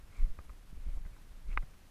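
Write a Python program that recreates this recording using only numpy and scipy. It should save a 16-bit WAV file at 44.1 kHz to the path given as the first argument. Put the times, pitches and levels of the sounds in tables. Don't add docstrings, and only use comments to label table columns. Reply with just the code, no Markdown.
import sys
import numpy as np
from scipy import signal
from scipy.fft import rfft, irfft
from scipy.io import wavfile
from scipy.ndimage import uniform_filter1d

SR = 44100
rng = np.random.default_rng(int(sys.argv[2]) if len(sys.argv) > 2 else 0)


def dump(signal):
    limited = np.clip(np.atleast_2d(signal).T, -1, 1)
    pcm = np.round(limited * 32767).astype(np.int16)
    wavfile.write(sys.argv[1], SR, pcm)


N = 83790


def amp(db):
    return 10 ** (np.asarray(db) / 20)


def unit(x):
    return x / np.sqrt(np.mean(x ** 2) + 1e-20)


def add(mix, start_s, sound):
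    part = mix[max(round(start_s * SR), 0):][:len(sound)]
    part += sound[:len(part)]


def noise(spectrum):
    hz, db = np.transpose(spectrum)
    f = np.fft.rfftfreq(N, 1 / SR)
    white = rng.standard_normal(len(f)) + 1j * rng.standard_normal(len(f))
    gain = amp(np.interp(np.log(f + 1), np.log(hz + 1), db)) * (f > 0)
    analytic = np.fft.ifft(white * gain, N)
    return analytic / np.std(analytic.real)


def wander(hz):
    f = np.fft.rfftfreq(N, 1 / SR)
    return unit(irfft(rfft(rng.standard_normal(N)) * np.exp(-(f / hz) ** 2), N))


def swell(peak_s, rise_s, fall_s):
    t = np.arange(N) / SR - peak_s
    return np.exp(-(t / np.where(t < 0, rise_s, fall_s)) ** 2 / 2)


def eddies(spectrum):
    pressure = noise(spectrum)
    strength = np.sqrt(signal.fftconvolve(abs(pressure) ** 2, signal.windows.hann(SR // 16), "same"))
    return unit(pressure.real / strength)


def wind():
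    # time_s, level_db
    buffet = [(0, -53), (.155, -53.5), (0.223, -21), (0.311, -31.5), (.36, -50.5), (.55, -51), (.65, -55.5),
              (.76, -43.5), (.825, -42), (0.879, -35), (.96, -33.5), (1.05, -38.5), (1.17, -56.5),
              (1.3, -50), (1.38, -46.5), (1.43, -49.5), (1.5, -34), (1.602, -30.5), (1.66, -52), (1.9, -60)]
    # frequency_hz, density_db
    rumble_spectrum = [(8, -7), (20, -0.5), (27, 0.5), (38, -14), (58, -36), (100, -41), (220, -59),
                       (500, -91.5)]
    # peak_s, level_db, width_s, pitch_hz
    gusts = [(0.04, -50, 0.012, 48), (.105, -61, 0.012, 85.6), (.228, -37, 0.023, 49.5),
             (0.264, -50, 0.018, 44), (0.311, -61, 0.011, 72), (.396, -46, 0.012, 62),
             (0.499, -47.5, 0.021, 51.7), (0.741, -49, 0.0082, 52), (0.783, -47.5, 0.012, 57.3),
             (0.885, -34.5, 0.013, 47), (0.973, -43.5, 0.014, 51), (1.059, -47.5, 0.012, 65.4),
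             (1.121, -48.5, 0.014, 50), (1.254, -59, 0.011, 75), (1.325, -51, 0.015, 51),
             (1.475, -42.5, 0.02, 47.3), (1.69, -60, .015, 55), (1.761, -59.5, 0.01, 65)]
    # frequency_hz, density_db
    gust_spectrum = [(25, -10), (55, 1.5), (90, -1), (130, -9), (250, -18.5), (600, -26), (2000, -54)]
    breeze_db, turbulence_re_flow_db = -55.5, -14.5
    t, gusting = np.arange(N) / SR, np.zeros(N)
    rumble_db = uniform_filter1d(np.interp(t, *np.transpose(buffet)), size=600)
    out = amp(rumble_db) * eddies(rumble_spectrum)
    turbulence = eddies(gust_spectrum)
    for peak_s, level_db, width_s, pitch_hz in gusts:
        strength = amp(level_db) * swell(peak_s, width_s, width_s)
        phase = 2 * np.pi * (pitch_hz * (t - peak_s) + rng.random())
        out += strength * np.sqrt(2) * np.cos(phase)
        gusting += strength
    flow = np.hypot(amp(breeze_db), gusting)
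    return out + amp(turbulence_re_flow_db) * flow * turbulence


def air():
    # frequency_hz, density_db
    spectrum = [(20, 0), (70, -4), (130, -7), (240, -13), (400, -18), (750, -20.5), (1200, -22),
                (2300, -24.5), (3300, -27.5), (7500, -32.5), (12300, -32.5), (13300, -38.5), (15000, -36)]
    level_db, flicker_db = -60.5, 0.66
    return noise(spectrum).real * amp(level_db + flicker_db * wander(hz=24.6))


def grass():
    # peak_s, rise_s, fall_s, level_db, scrape_re_swish_db, scrape_width_hz
    steps = [(.18, 0.052, 0.082, -62, -6.5, 430), (.9, 0.066, 0.07, -67.5, -13, 600),
             (1.14, 0.032, 0.037, -71, -15, 900), (1.525, 0.029, 0.02, -60, -2, 1300)]
    # frequency_hz, density_db
    spectrum = [(250, 4), (520, -3), (820, -8), (1150, 1), (1500, -3), (1780, -11), (2100, 2), (2550, -6),
                (3100, -11.5), (5000, -17), (9000, -21.5), (14000, -49)]
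    grain_db, grain_hz = 2, 155
    scrape_hz, slide_hz_per_s, scrape_length_ratio = 2223, 2500, 0.6
    t, out = np.arange(N) / SR, np.zeros(N)
    swish = unit(noise(spectrum).real * amp(grain_db * wander(grain_hz)))
    for peak_s, rise_s, fall_s, level_db, scrape_db, width_hz in steps:
        phase = 2 * np.pi * np.cumsum(scrape_hz - slide_hz_per_s * (t - peak_s)) / SR
        scrape = wander(width_hz / 2) * np.cos(phase) + wander(width_hz / 2) * np.sin(phase)
        scrape *= swell(peak_s, rise_s * scrape_length_ratio, fall_s * scrape_length_ratio)
        out += amp(level_db) * (swish * swell(peak_s, rise_s, fall_s) + amp(scrape_db) * scrape)
    return out


def scuffs():
    # peak_s, level_db, width_s, centre_hz
    rubs = [(.171, -69, 0.0056, 5900), (.955, -74.5, .02, 7500), (0.976, -62.5, 0.0058, 660),
            (1.63, -64, 0.0071, 690)]
    edge_db = 13
    out = np.zeros(N)
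    for peak_s, level_db, width_s, centre_hz in rubs:
        band = [(centre_hz * 2 ** octave, -edge_db * octave ** 2) for octave in np.linspace(-2, 2, 9)]
        out += amp(level_db) * swell(peak_s, width_s, width_s) * noise(band).real
    return out


def bumps():
    # start_s, level_db, pitch_hz
    pushes = [(.224, -42, 129), (.24, -44, 156), (.388, -44, 94), (.389, -45.5, 220), (.3895, -49, 560),
              (0.403, -56, 120), (0.728, -39, 157), (.774, -47, 288), (.866, -40.5, 163), (.888, -44, 186),
              (.974, -45.5, 348), (1.06, -43.5, 177), (1.491, -42, 156), (1.633, -37, 119)]
    rise_s, decay_cycles = 0.00083, 0.66
    t, out = np.arange(SR // 10) / SR, np.zeros(N)
    for start_s, level_db, pitch_hz in pushes:
        envelope = (1 - np.exp(-t / rise_s)) * np.exp(-t * pitch_hz / decay_cycles)
        add(out, start_s, amp(level_db) * envelope * np.sin(2 * np.pi * pitch_hz * t))
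    return out


def taps():
    # frequency_hz, level_db, nominal_t60_s
    modes = [(300, -33, 0.042), (568, -21.5, 0.02), (814, -29.5, 0.043), (1052, -27.5, 0.03),
             (1232, -7, 0.011), (1550, -9.5, 0.014), (2040, -10, 0.013), (2154, -7.5, 0.01),
             (2436, -10, 0.015), (2830, -18.5, 0.026), (3500, -14, 0.0098), (3740, -12.5, 0.022),
             (4900, -8, 0.0098), (6000, -2, 0.0045)]
    # start_s, gain_db, brightness_hz, chatter_ratio, ring_time_ratio
    blows = [(0.3884, -45.5, 2200, 0.36, 1), (0.3899, -37.5, 1450, 0.08, 1.5), (.408, -56, 1410, 1.1, 1),
             (.495, -47, 2120, .4, 1), (0.4957, -47, 1300, .1, 1.6), (0.5005, -46.5, 1500, 0.82, 1.2),
             (.891, -49, 900, 0.94, 0.62), (.974, -47, 840, 1.5, .7), (1.051, -50.5, 1590, 1.4, 1.3),
             (1.0635, -46, 1670, 0.83, 1), (1.165, -53, 1400, 1.6, 0.84), (1.352, -57, 1600, 0.43, 1),
             (1.5739, -23, 1400, 0.018, 1.15), (1.5749, -17.5, 2240, .02, 0.95),
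             (1.626, -44.5, 1880, 1.06, 0.62), (1.736, -57.5, 2400, 1.2, 1)]
    chatter_s = 0.0054
    tick_db, tick_hz, tick_s = -30, 5540, 0.00019
    t, out = np.arange(SR // 16) / SR, np.zeros(N)
    tick = t / tick_s * np.exp(1 - t / tick_s) * np.sin(2 * np.pi * tick_hz * t)
    for start_s, gain_db, brightness_hz, chatter_ratio, ring_time_ratio in blows:
        ring = sum(amp(mode_db - 60 * t / (t60_s * ring_time_ratio)) * np.cos(2 * np.pi * hz * t)
                   for hz, mode_db, t60_s in modes)
        force = rng.standard_normal(len(t)) * np.exp(-t / chatter_s)
        force *= chatter_ratio / np.linalg.norm(force)
        force[0] += 1
        contact = signal.butter(5, brightness_hz, fs=SR, output="sos")
        add(out, start_s, amp(gain_db) * signal.sosfilt(contact, signal.fftconvolve(force, ring)))
        add(out, start_s, amp(gain_db + tick_db) * brightness_hz / tick_hz * tick)
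    return out


def scene():
    return (wind() + air() + grass() + scuffs() + bumps() + taps())[None]


def record(dry):
    edge_hz = 15150
    low_pass = signal.firwin(511, edge_hz, window=("kaiser", 9), fs=SR)
    return signal.oaconvolve(dry, low_pass[None], "same")


dry = scene()
out = record(dry)
dump(out)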